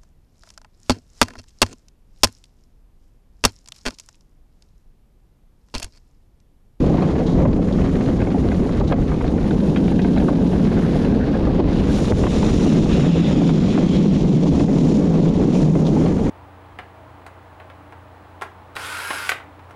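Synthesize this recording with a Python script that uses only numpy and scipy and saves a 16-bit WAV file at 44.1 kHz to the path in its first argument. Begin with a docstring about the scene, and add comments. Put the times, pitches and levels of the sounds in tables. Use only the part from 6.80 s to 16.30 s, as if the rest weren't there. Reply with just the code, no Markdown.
"""Gravity cart on a wet track

Heard from the rider's seat, hard wheels drum on the rough surface, hum under load and drive the
plastic shell into resonance. Wind buffets the microphone; steering rattles, grit snaps, joints knock
and a tread scrubs in the bend. Halfway down, standing water swells the wet hiss into a singing spray.
The hiss dips briefly after some heavy knocks."""
import sys
import numpy as np
from scipy import signal
from scipy.fft import rfft, irfft
from scipy.io import wavfile
from scipy.ndimage import uniform_filter1d

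SR = 44100
rng = np.random.default_rng(int(sys.argv[2]) if len(sys.argv) > 2 else 0)


def persist_wave(psi):
    """Save psi, clipped to +-1, as 16-bit WAV."""
    counts = np.round(np.clip(psi, -1, 1) * 32767).astype(np.int16)
    wavfile.write(sys.argv[1], SR, np.atleast_2d(counts).T)


N = 418950

# Course of the ride. Each row: time in seconds, relative levels of wind, boom and roar in dB.
RIDE_LEVELS = [(0, -22, -18.5, -24.5), (.6, -27, -20.5, -24.5), (1.1, -22, -20.5, -27.5),
               (1.6, -23, -20, -26.5), (2.3, -21, -23.5, -28.5), (2.7, -25, -18.5, -27),
               (3.25, -25.5, -19, -26.5), (4.2, -24.5, -18, -25.5), (4.7, -22.5, -18.5, -26),
               (5.45, -21, -22.5, -26.5), (5.8, -23, -15.5, -25), (6.3, -31.5, -16.5, -24.5),
               (6.9, -27.5, -17, -27.5), (7.4, -29, -14.5, -25), (8.3, -30.5, -15, -24),
               (9.15, -29.5, -15.5, -23.5), (9.5, -24, -21, -26)]
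# Gusts on the microphone. Each row: centre in seconds, rise in dB.
GUSTS = [(.66, 10), (4.95, 1), (6.14, 8.5), (6.48, 2.5), (7.42, 6.5), (7.8, 5.5), (8.6, 6.5), (9.151, 2)]
# Modes of the hollow shell. Each row: frequency in Hz, width in Hz, gain in dB, extra dB per dB of boom.
SHELL_MODES = [(144, 23, -6.5, 1.4), (168, 28, -4.5, 0.46), (198.2, 27, -1, 0.8), (250, 43, -4, -0.04),
               (301, 42.5, -8, 0)]
# Note of the loaded wheels. Each row: time in seconds, mean pitch in Hz, level in dB.
HUM_CURVE = [(0, 168, -25), (2.4, 170.4, -36.5), (2.8, 172, -24), (3.2, 174.2, -19.5), (3.5, 172.1, -27),
             (3.72, 184.4, -22.5), (4.15, 168.4, -19.5), (4.5, 165.5, -35), (5.5, 168, -30),
             (5.85, 160.4, -22.5), (6.1, 162.1, -25), (6.28, 161, -12.5), (6.55, 166.8, -22),
             (6.85, 159.2, -17.5), (7.08, 168, -22.5), (7.3, 174, -19), (7.5, 170.3, -18.5),
             (7.65, 155.3, -18), (7.78, 163.2, -18), (7.9, 165.2, -23), (8.07, 162, -15),
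             (8.21, 162.7, -31), (8.32, 164, -20), (8.51, 164.1, -14.5), (8.61, 164.9, -25),
             (8.72, 170.2, -18), (8.9, 158, -14), (9.05, 158.6, -18.5), (9.25, 163, -16),
             (9.35, 164.3, -31), (9.5, 165, -25)]
# Brief higher wheel notes. Each row: centre in seconds, pitch in Hz, level in dB, half-width in seconds.
DRONES = [(3.3, 247, -25, .35), (7.3, 197, -23.5, 0.27), (7.95, 286.4, -22.5, 0.43)]
# Rough stretches of track. Each row: centre in seconds, level change in dB, half-width in seconds.
ROUGH_SPOTS = [(.635, 3, 0.033), (2.012, 10, 0.0081), (2.115, 4, 0.017), (4.798, 10.5, 0.0082),
               (5.315, 9, 0.0064), (5.445, 4.5, 0.026), (8.965, -1.5, 0.019)]
# Modes of the chassis. Each row: frequency in Hz, gain in dB, time to decay by 60 dB in seconds.
CHASSIS_MODES = [(464, -3.5, 0.019), (565, 6, 0.022), (722, 1.5, 0.03), (857, -3, 0.027), (1086, -5, 0.016),
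                 (1070, 1, 0.0092), (1457, -8, 0.015), (1590, 0, 0.01), (2084, -4.5, 0.015),
                 (2530, -5.5, 0.012), (3250, -8.5, 0.012), (3900, -13, 0.02), (4550, -11, 0.0058)]
# Grit under the treads, until water covers it. Each row: time in seconds, level in dB.
GRIT_LEVEL = [(0, -52), (.7, -52), (1.2, -47), (2.4, -48.5), (3.6, -49.5), (4.6, -54), (6, -58), (9.5, -59)]
# Water film tearing off the treads. Each row: time in seconds, relative level in dB.
SIZZLE_LEVEL = [(0, -41), (.9, -41), (1.4, -41.5), (2.4, -43.5), (3.3, -56), (3.95, -39), (4.35, -43.5),
                (4.7, -42.5), (5.1, -39), (6.3, -38), (6.9, -39.5), (7.6, -44.5), (8.7, -44.5),
                (9.5, -42.5)]
# Thrown water. Each row: time in seconds, relative levels of swish and fine spray in dB.
WATER_LEVELS = [(0, -44.5, -62), (.55, -49, -62.5), (.73, -48, -61), (.95, -49, -61.5), (2.6, -47, -62.5),
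                (3.1, -43, -62), (3.6, -44.5, -62.5), (4.2, -40.5, -60.5), (4.4, -45, -67.5),
                (4.87, -43, -67.5), (5.02, -41, -61), (5.17, -37, -51), (5.8, -37, -48.5),
                (6.4, -35.5, -53), (7.3, -37.5, -54.5), (8.15, -41, -53), (8.5, -42, -59.5),
                (8.8, -43.5, -54), (9.1, -43, -55.5), (9.5, -48.5, -59.5)]
# Droplets, fewer as spray turns to mist. Each row: time in seconds, offset to the spray curve in dB.
DROPLET_OFFSET = [(0, -15), (3.4, -8.5), (5.0, -9.5), (5.6, -18), (6.3, -24), (8.2, -29), (9.5, -14)]
# Reflection off the wet track. Each row: time in seconds, mean delay in ms, amplitude ratio.
WATER_REFLECTION = [(0, 0.54, .05), (5.0, .52, 0.08), (5.7, 0.56, .2), (6.1, 0.52, 0.22),
                    (6.55, 0.57, 0.29), (6.9, 0.557, .22), (7.3, .53, .15), (9.5, 0.52, 0.071)]
# Wheels hitting joints and bumps. Each row: start in seconds, thud level in dB, clack level in dB.
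KNOCKS = [(.095, -31, -57), (.141, -30, -51), (.181, -34, -53), (.221, -28, -42.5), (.354, -37, -53),
          (.406, -35, -53), (.584, -30.5, -54), (.602, -34, -45), (.626, -36, -58), (.652, -25.5, -45.5),
          (.787, -33, -65), (1.015, -37, -45), (1.042, -35, -54), (1.153, -42, -46), (1.167, -41, -53),
          (1.211, -40, -44), (1.286, -33.5, -52), (1.403, -45, -44), (1.417, -31, -41), (1.468, -32, -45),
          (1.542, -30, -51), (1.717, -32.5, -39.5), (1.892, -38, -48), (2.011, -32, -54), (2.109, -27, -50),
          (2.121, -25, -38), (2.18, -33.5, -62), (2.28, -43, -48), (2.316, -33, -44), (2.408, -35, -45),
          (2.442, -33, -48), (2.535, -37, -58), (2.581, -39, -45), (2.641, -45, -47), (2.654, -38, -55),
          (2.708, -35, -39.5), (2.961, -36, -35.5), (3.079, -36, -43), (3.117, -36, -51),
          (3.191, -38, -39.5), (3.245, -33.5, -40.5), (3.36, -34, -46), (3.374, -31.5, -39),
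          (3.399, -39, -45), (3.421, -39, -48), (3.484, -25.5, -46), (3.582, -38, -54), (3.731, -32, -47),
          (4.152, -33, -55), (4.246, -30.5, -42), (4.323, -34, -48), (4.548, -33, -51), (4.602, -36, -57),
          (4.67, -30, -52), (4.783, -37, -51), (4.8, -28, -50), (5.184, -34, -44), (5.318, -29.5, -59),
          (5.436, -31, -44), (5.467, -30, -43), (5.629, -29, -47), (5.859, -31, -50), (6.057, -33, -49),
          (6.147, -33, -46), (6.235, -33, -46), (6.614, -31, -52), (6.693, -30, -44), (6.977, -30, -50),
          (7.01, -35.5, -54), (7.797, -32, -44), (7.882, -34.5, -47), (8.305, -36, -57), (8.953, -29, -46),
          (9.16, -28.5, -51), (9.259, -32.5, -45)]
# An axle hitting its stop. Each row: start in seconds, peak in dB, upper band edge in Hz.
AXLE_CRACKS = [(0.141, -30, 1600), (1.287, -24, 1800), (2.009, -26, 1600), (2.012, -29, 1810),
               (2.123, -17, 3200), (2.126, -18, 4000), (2.129, -23, 2800), (2.413, -20, 1700),
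               (2.443, -22, 1800), (3.482, -26, 2000), (5.322, -18, 2300), (5.441, -22, 2100),
               (5.467, -24, 2100), (6.693, -22, 1500), (6.977, -19.5, 1700), (8.953, -21, 1590)]
# Water slapping the cart. Each row: start in seconds, level in dB, decay time in seconds.
SPLASHES = [(0.464, -42, 0.068), (0.923, -38, 0.013), (1.999, -38.5, 0.006), (2.076, -37.5, 0.014),
            (3.218, -40, 0.022), (3.382, -38, 0.0067), (4.929, -41, 0.0097), (5.543, -33, .008),
            (6.127, -35, 0.015), (6.885, -41, .014), (9.05, -40.5, .02), (9.067, -31, 0.006)]
# Dips after heavy knocks. Each row: deepest moment in seconds, depth in dB, recovery in seconds.
KNOCK_DIPS = [(.657, 7.5, 0.21), (.787, 9.5, 0.05), (2.022, 8, 0.062), (2.142, 9, 0.065), (4.28, 0, 0.15),
              (4.82, 4.5, 0.085), (5.33, 10.5, 0.056), (5.47, 4.5, 0.047), (6.697, 3, 0.46),
              (7.888, 4.5, 0.099)]
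# Sideways slides of a tread. Each row: start in seconds, level in dB, duration in seconds.
TREAD_SLIPS = [(2.799, -50.5, 1.2), (3.966, -44, .02), (4.03, -42, .07), (4.12, -50, .58),
               (4.195, -43, 0.023), (4.226, -42, .02), (4.399, -35.5, .03), (4.47, -49, .025),
               (4.527, -44.5, .05), (4.73, -47, .02), (4.909, -47, .3)]
# Deeper puddles. Each row: centre in seconds, rise of the hiss in dB.
PUDDLES = [(4.98, 3.5), (5.27, 1.5), (5.55, 0), (5.92, 1), (6.14, 1.3), (6.49, 1), (6.93, 1.5),
           (7.129, 1.5), (7.37, 1), (7.56, 3), (8.77, 3.5), (9.25, 0.5)]
# Resonances of the tread channels. Each row: centre frequency of the whistle midway through its
# downward glide in Hz, width in Hz, gain in dB.
CHANNEL_MODES = [(2550, 600, -1), (3430, 580, -1.5)]
# Song of the channels as they pump water. Each row: time in seconds, level in dB.
SONG_LEVEL = [(0, -74), (5.2, -55.5), (5.8, -43), (6.15, -42), (6.45, -40), (6.7, -48), (6.9, -47),
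              (7.15, -46), (7.5, -58), (8.1, -60), (9.5, -62)]
# Spectra of the noise sources. Each row: frequency in Hz, relative spectral level in dB.
WIND_SPECTRUM = [(10, -21.5), (22, -5), (45, -1), (75, -0.5), (110, -5), (150, -5), (300, -17), (600, -55)]
ROAR_SPECTRUM = [(150, -5.5), (280, -5), (400, 0), (500, -2.5), (630, -10), (800, -14.5), (1000, -20),
                 (1300, -31.5), (2000, -42.5), (4000, -65.5)]
GRIT_SPECTRUM = [(500, -22), (900, 2), (1700, -1.5), (2600, -6.5), (4200, -8), (7000, -27.5), (12000, -57)]
SIZZLE_SPECTRUM = [(600, -7), (1100, 3), (1550, -5), (2100, -5.5), (2800, -13.5), (4500, -19.5),
                   (9000, -51.5)]
SWISH_SPECTRUM = [(1200, -30.5), (2000, -8), (2550, 0), (2950, 0.5), (3450, -1), (4100, -2.5), (4800, -4.5),
                  (6000, -13.5), (7100, -19.5), (7900, -31), (12000, -57)]
SPRAY_SPECTRUM = [(3000, -18), (5500, 2), (7150, 2.5), (7550, -9.5), (7900, -9.5), (8600, -7), (9700, -13),
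                  (10500, -19), (12000, -32), (15000, -44.5)]
PATTER_SPECTRUM = [(5000, -18.5), (8000, 3.5), (9700, 8), (11000, -0.5), (12000, -4.5), (14000, -14.5),
                   (16000, -18)]
SPLASH_SPECTRUM = [(1500, -32), (2800, 1), (3800, 6), (5000, -3.5), (7000, -9), (8000, -21), (13000, -40.5)]

TIME = np.arange(N) / SR


def from_db(db):
    """Amplitude ratio of a level in decibels."""
    return 10 ** (np.asarray(db) / 20)


def rms_one(x):
    """Normalisation to rms 1."""
    return x / np.sqrt(np.mean(x ** 2) + 1e-20)


def in_time(rows):
    """Linear interpolation of a table's columns over time."""
    s, *columns = np.transpose(rows)
    return [np.interp(TIME, s, column) for column in columns]


def hump(centre_s, half_width_s):
    """Gaussian pulse of height 1, falling to 1/e at the half-width."""
    return np.exp(-np.minimum(((TIME - centre_s) / half_width_s) ** 2, 20))


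def coloured(x, spectrum):
    """Spectral shaping on a logarithmic frequency axis; rms 1."""
    hz, db = np.transpose(spectrum)
    bin_hz = np.maximum(np.arange(N // 2 + 1) * SR / N, 1)
    gain = from_db(np.interp(np.log(bin_hz), np.log(hz), db, right=-100))
    return rms_one(irfft(rfft(x) * gain, N))


def drift(corner_hz):
    """Slow random fluctuation: low-passed noise of rms 1."""
    size = N // 40 + 2
    bin_hz = np.arange(size // 2 + 1) * SR / N
    spectrum = rfft(rng.standard_normal(size)) / (1 + (bin_hz / corner_hz) ** 2)
    return np.interp(np.linspace(0, size - 1, N), np.arange(size), rms_one(irfft(spectrum, size)))


def steadied(x, seconds):
    """Division by the running rms evens out slow swells and leaves the fast grain."""
    return x / np.sqrt(uniform_filter1d(x ** 2, max(int(seconds * SR), 2)) + 1e-9)


def grains(per_s, spread_db):
    """Poisson process of tiny impacts, many weak and a few strong; rms 1."""
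    at = np.flatnonzero(rng.random(N) < per_s / SR)
    size = rng.standard_exponential(N)[at]
    sign = np.sign(rng.random(N)[at] - .5)
    out = np.zeros(N)
    out[at] = sign * from_db(spread_db * np.minimum(size, 4))
    return rms_one(out)


def resonance(x, hz, width_hz):
    """Second-order resonator with a peak gain of 1."""
    r, w = np.exp(-np.pi * width_hz / SR), 2 * np.pi * hz / SR
    return signal.lfilter(np.array([1, 0, -1]) * (1 - r * r) / 2, [1, -2 * r * np.cos(w), r * r], x)


def ring(force, hz, t60):
    """Damped oscillator: a unit impulse starts a decaying sine of height 1."""
    r, w = np.exp(-np.log(1000) / (t60 * SR)), 2 * np.pi * hz / SR
    return signal.lfilter([0, np.sin(w)], [1, -2 * r * np.cos(w), r * r], force + 1e-18)


def filtered(x, kind, edges_hz):
    """Filter with a maximally flat passband."""
    return signal.sosfilt(signal.butter(4, edges_hz, kind, fs=SR, output="sos"), x)


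def wind(level_db):
    """Turbulence: eddies over the microphone port make the pressure fluctuate."""
    eddies = coloured(rng.standard_normal(N), WIND_SPECTRUM) * from_db(2.0 * drift(7.7))
    return from_db(level_db + 1.5) * steadied(eddies, seconds=0.41)


def shell_boom(level_db):
    """Forced vibration: the track's grain drives the shell; hard rolling favours its lowest mode."""
    load_db = level_db - np.mean(level_db)
    boom = np.zeros(N)
    for hz, width_hz, db, growth in SHELL_MODES:
        boom += from_db(db + growth * load_db) * resonance(grains(per_s=3000, spread_db=1.5), hz, width_hz)
    return from_db(level_db + 0.5) * steadied(filtered(boom, "band", [138, 400]), seconds=.04)


def wheel_note(hz, wander_hz=9.5, throb_db=2.2):
    """Random frequency and amplitude modulation: a note wanders and throbs with the track; rms 1."""
    phase = 2 * np.pi * np.cumsum(hz + wander_hz * drift(13.97)) / SR
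    return rms_one(np.sin(phase) * from_db(throb_db * drift(19)))


def wheel_hum():
    """Superposition: the loaded wheels hold a low note, joined at times by a higher one."""
    hum_hz, level_db = in_time(HUM_CURVE)
    hum = from_db(level_db) * wheel_note(hum_hz)
    return hum + sum(from_db(db) * hump(s, width_s) * wheel_note(hz) for s, hz, db, width_s in DRONES)


def wheel_roar(level_db, bumps):
    """Roughness excitation: hard treads strike stone tips, more heavily on each bump."""
    contacts = grains(per_s=3500, spread_db=3.0) * from_db(1.65 * bumps)
    return from_db(level_db + 2.0) * steadied(coloured(contacts, ROAR_SPECTRUM), seconds=0.15)


def rattle(level_db, bumps):
    """Modal excitation: loose steering parts tap the chassis, each tap with its own mix of modes."""
    taps = grains(per_s=270, spread_db=2.0) * from_db(1.9 * np.tanh(bumps))
    rings = sum(from_db(db) * ring(taps * rng.uniform(-2.1, 1, N), hz, t60)
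                for hz, db, t60 in CHASSIS_MODES)
    return from_db(level_db - 22.5) * steadied(rings, seconds=0.078)


def grit(crush_s=0.0043):
    """Brittle fracture: each crushed grain gives a tick of exponentially decaying noise."""
    level_db, = in_time(GRIT_LEVEL)
    fractures = np.abs(grains(per_s=45, spread_db=1.5))
    envelope = signal.lfilter([1], [1, -np.exp(-1 / (crush_s * SR))], fractures + 1e-18)
    return from_db(level_db) * coloured(envelope * rng.standard_normal(N), GRIT_SPECTRUM)


def water_hiss(bumps):
    """Atomisation: the film tears off the treads in tiny pops, flies in spurts and lands as droplets."""
    sizzle_db, = in_time(SIZZLE_LEVEL)
    swish_db, spray_db = in_time(WATER_LEVELS)
    droplets_db, = in_time(DROPLET_OFFSET)
    spurts_db = 1.05 * drift(32) + 0.27 * bumps
    sizzle = coloured(grains(per_s=3000, spread_db=0.5), SIZZLE_SPECTRUM)
    sizzle *= from_db(sizzle_db - 0.3 + 4.8 * np.tanh(drift(35)) + 1.1 * np.tanh(bumps))
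    swish = coloured(grains(per_s=8200, spread_db=4.5), SWISH_SPECTRUM)
    swish *= from_db(swish_db - 4.0 + spurts_db + 0.82 * drift(25))
    spray = coloured(grains(per_s=20000, spread_db=4.0), SPRAY_SPECTRUM)
    spray *= from_db(spray_db + 6.0 + 1.1 * spurts_db)
    patter = coloured(grains(per_s=5000, spread_db=3.5), PATTER_SPECTRUM)
    patter *= from_db(spray_db + droplets_db + 8.5 + .7 * spurts_db + 1.3 * drift(14))
    return sizzle + swish + spray + patter


def reflected(hiss, ripple=0.03):
    """Comb filtering: hiss interferes with its reflection, and the colour sweeps as the path changes."""
    delay_ms, strength = in_time(WATER_REFLECTION)
    n = np.arange(N)
    lag = delay_ms * SR / 1000 * (1 + ripple * drift(8.4))
    return (hiss + strength * np.interp(n - lag, n, hiss)) / np.sqrt(1 + strength ** 2)


def blow(modes, scuff, scuff_s, contact_hz, bending_lag_s=0.00597):
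    """Dispersion: a strike and its scuff ring the modes, and low bending waves arrive late; rms 1."""
    t = np.arange(int(.05 * SR)) / SR
    force = (t == 0) + scuff * rng.standard_normal(len(t)) * np.exp(-t / scuff_s)
    detune = np.exp(0.05 * rng.standard_normal())   # each knock lands on a different spot, shifting the chassis modes a little
    rings = 0
    for hz, db, t60 in modes:
        late_s = bending_lag_s * max(1000 / hz - 1, 0)
        arrival = np.interp(t - late_s, t, ring(force, hz * detune, t60), left=0)
        rings += rng.choice([-1, 1]) * from_db(db) * arrival
    hardness = np.exp(0.45 * rng.uniform(-0.85, 1))   # a softer contact has less treble
    return rms_one(filtered(rings, "low", contact_hz * hardness))


def knocks(split_hz=1300):
    """Impact at a joint: low chassis modes thud through the soft tread, high modes clack."""
    low = [mode for mode in CHASSIS_MODES if mode[0] < split_hz]
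    high = [mode for mode in CHASSIS_MODES if mode[0] >= split_hz]
    out = np.zeros(N)
    for s, thud_db, clack_db in KNOCKS:
        thud = from_db(thud_db) * blow(low, scuff=0.073, scuff_s=0.0089, contact_hz=1310)
        clack = from_db(clack_db) * blow(high, scuff=0.2, scuff_s=0.0083, contact_hz=3540)
        start = int(s * SR)
        out[start:start + len(thud)] += (thud + clack)[:N - start]
    return out


def axle_cracks(low_hz=600, ring_db=6):
    """Impulsive contact: an axle snaps against its stop; a harder contact has a wider band."""
    click = 1. * (np.arange(int(.02 * SR)) == 0)
    struck = click + from_db(ring_db) * resonance(click, hz=1170, width_hz=620)
    out = np.zeros(N)
    for s, db, top_hz in AXLE_CRACKS:
        crack = filtered(struck, "band", [low_hz, top_hz])
        start = int(s * SR)
        out[start:start + len(crack)] += from_db(db) * crack / np.abs(crack).max()
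    return out


def splashes():
    """Drop impact: flung water slaps the cart in bursts that decay exponentially."""
    envelope = sum(from_db(db) * (TIME >= s) * np.exp(-np.minimum(np.abs(TIME - s) / decay_s, 20))
                   for s, db, decay_s in SPLASHES)
    drops = coloured(envelope * grains(per_s=2700, spread_db=1.0), SPLASH_SPECTRUM)
    return drops * np.sqrt(np.mean(envelope ** 2))


def knock_dips(fall_s=0.024):
    """Attenuation in dB after heavy knocks: a quick fall in level and a slower return."""
    dips = [db * np.clip(np.minimum(1 + (TIME - s) / fall_s, 1 - (TIME - s) / recovery_s), 0, 1)
            for s, db, recovery_s in KNOCK_DIPS]
    return np.max(dips, axis=0)


def tread_scrub(hz=1570, width_hz=400, attack_s=.006, release_s=.012):
    """Stick-slip friction: a sliding tread rasps in a narrow band until it grips again."""
    envelope = 1e-6
    for s, db, duration_s in TREAD_SLIPS:
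        attack = np.clip((TIME - s) / attack_s, 0, 1)
        release = np.exp(-np.clip((TIME - s - duration_s) / release_s, 0, 20))
        envelope += from_db(db) * attack * release
    slips = grains(per_s=440, spread_db=0.5) * from_db(4.3 * np.tanh(drift(40)))
    return envelope * rms_one(resonance(resonance(slips, hz, width_hz), hz, width_hz))


def channel_song(level_db, deepest_s=6.5, sag_per_s=.1, wander=.012):
    """Flow-driven resonance: tread channels whistle hoarsely, sinking in pitch in the deep water."""
    glide = 1 - sag_per_s * np.clip(TIME - deepest_s, -.7, .6)
    song = np.zeros(N)
    for hz, width_hz, db in CHANNEL_MODES:
        jet = grains(per_s=12000, spread_db=1.0) * from_db(2.0 * drift(6.6))
        whistle = rms_one(resonance(resonance(jet, hz, width_hz), hz, width_hz))
        position = np.cumsum(glide + wander * drift(4)) % N   # reading speed scales the pitch
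        song += from_db(db) * np.interp(position, np.arange(N), whistle)
    return from_db(level_db) * rms_one(song)


def wet_track(bumps, dips_db):
    """Common modulation: hiss and channel song swell in puddles and dip together after heavy knocks."""
    puddles_db = sum(db * hump(s, half_width_s=0.047) for s, db in PUDDLES)
    song_db, = in_time(SONG_LEVEL)
    hiss = reflected(water_hiss(bumps))
    song = channel_song(song_db + 2.5 * puddles_db)
    return from_db(puddles_db + 0.63 * drift(4) - dips_db) * (hiss + song)


def scene():
    """Superposition in open air of sources that all travel with the microphone."""
    wind_db, boom_db, roar_db = in_time(RIDE_LEVELS)
    gusts_db = sum(db * hump(s, half_width_s=0.11) for s, db in GUSTS)
    rough_db = sum(db * hump(s, width_s) for s, db, width_s in ROUGH_SPOTS)
    dips_db = knock_dips()
    bumps = drift(25)   # the uneven track loads and unloads the wheels
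    boom = shell_boom(boom_db + 1.5 * drift(7.7) - 0.02 * gusts_db)
    roar = wheel_roar(roar_db + rough_db - .35 * dips_db, bumps)
    rolling = boom + wheel_hum() + roar + tread_scrub()
    jolts = rattle(roar_db + rough_db - dips_db, bumps) + knocks() + axle_cracks() + grit()
    return (wind(wind_db + gusts_db) + rolling + jolts + wet_track(bumps, dips_db) + splashes())[None]


def record(dry, ceiling_db=-11.5, release_db_per_s=90, stopband_hz=15600):
    """Limiting: the gain falls quickly on the loudest swells; a steep low-pass cuts the top."""
    level_db = 10 * np.log10(uniform_filter1d(dry[0] ** 2, size=260) + 1e-9)
    excess_db = np.maximum(level_db - ceiling_db, 0)
    held_db = np.maximum.accumulate(excess_db + release_db_per_s * TIME) - release_db_per_s * TIME
    gain = from_db(-uniform_filter1d(held_db, size=130))
    edge_fade = np.minimum(np.minimum(TIME, TIME[-1] - TIME) / .004, 1)
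    top_cut = signal.cheby2(14, 60, stopband_hz, fs=SR, output="sos")
    return signal.sosfilt(top_cut, dry * gain * edge_fade)


dry = scene()
out = record(dry)
persist_wave(out)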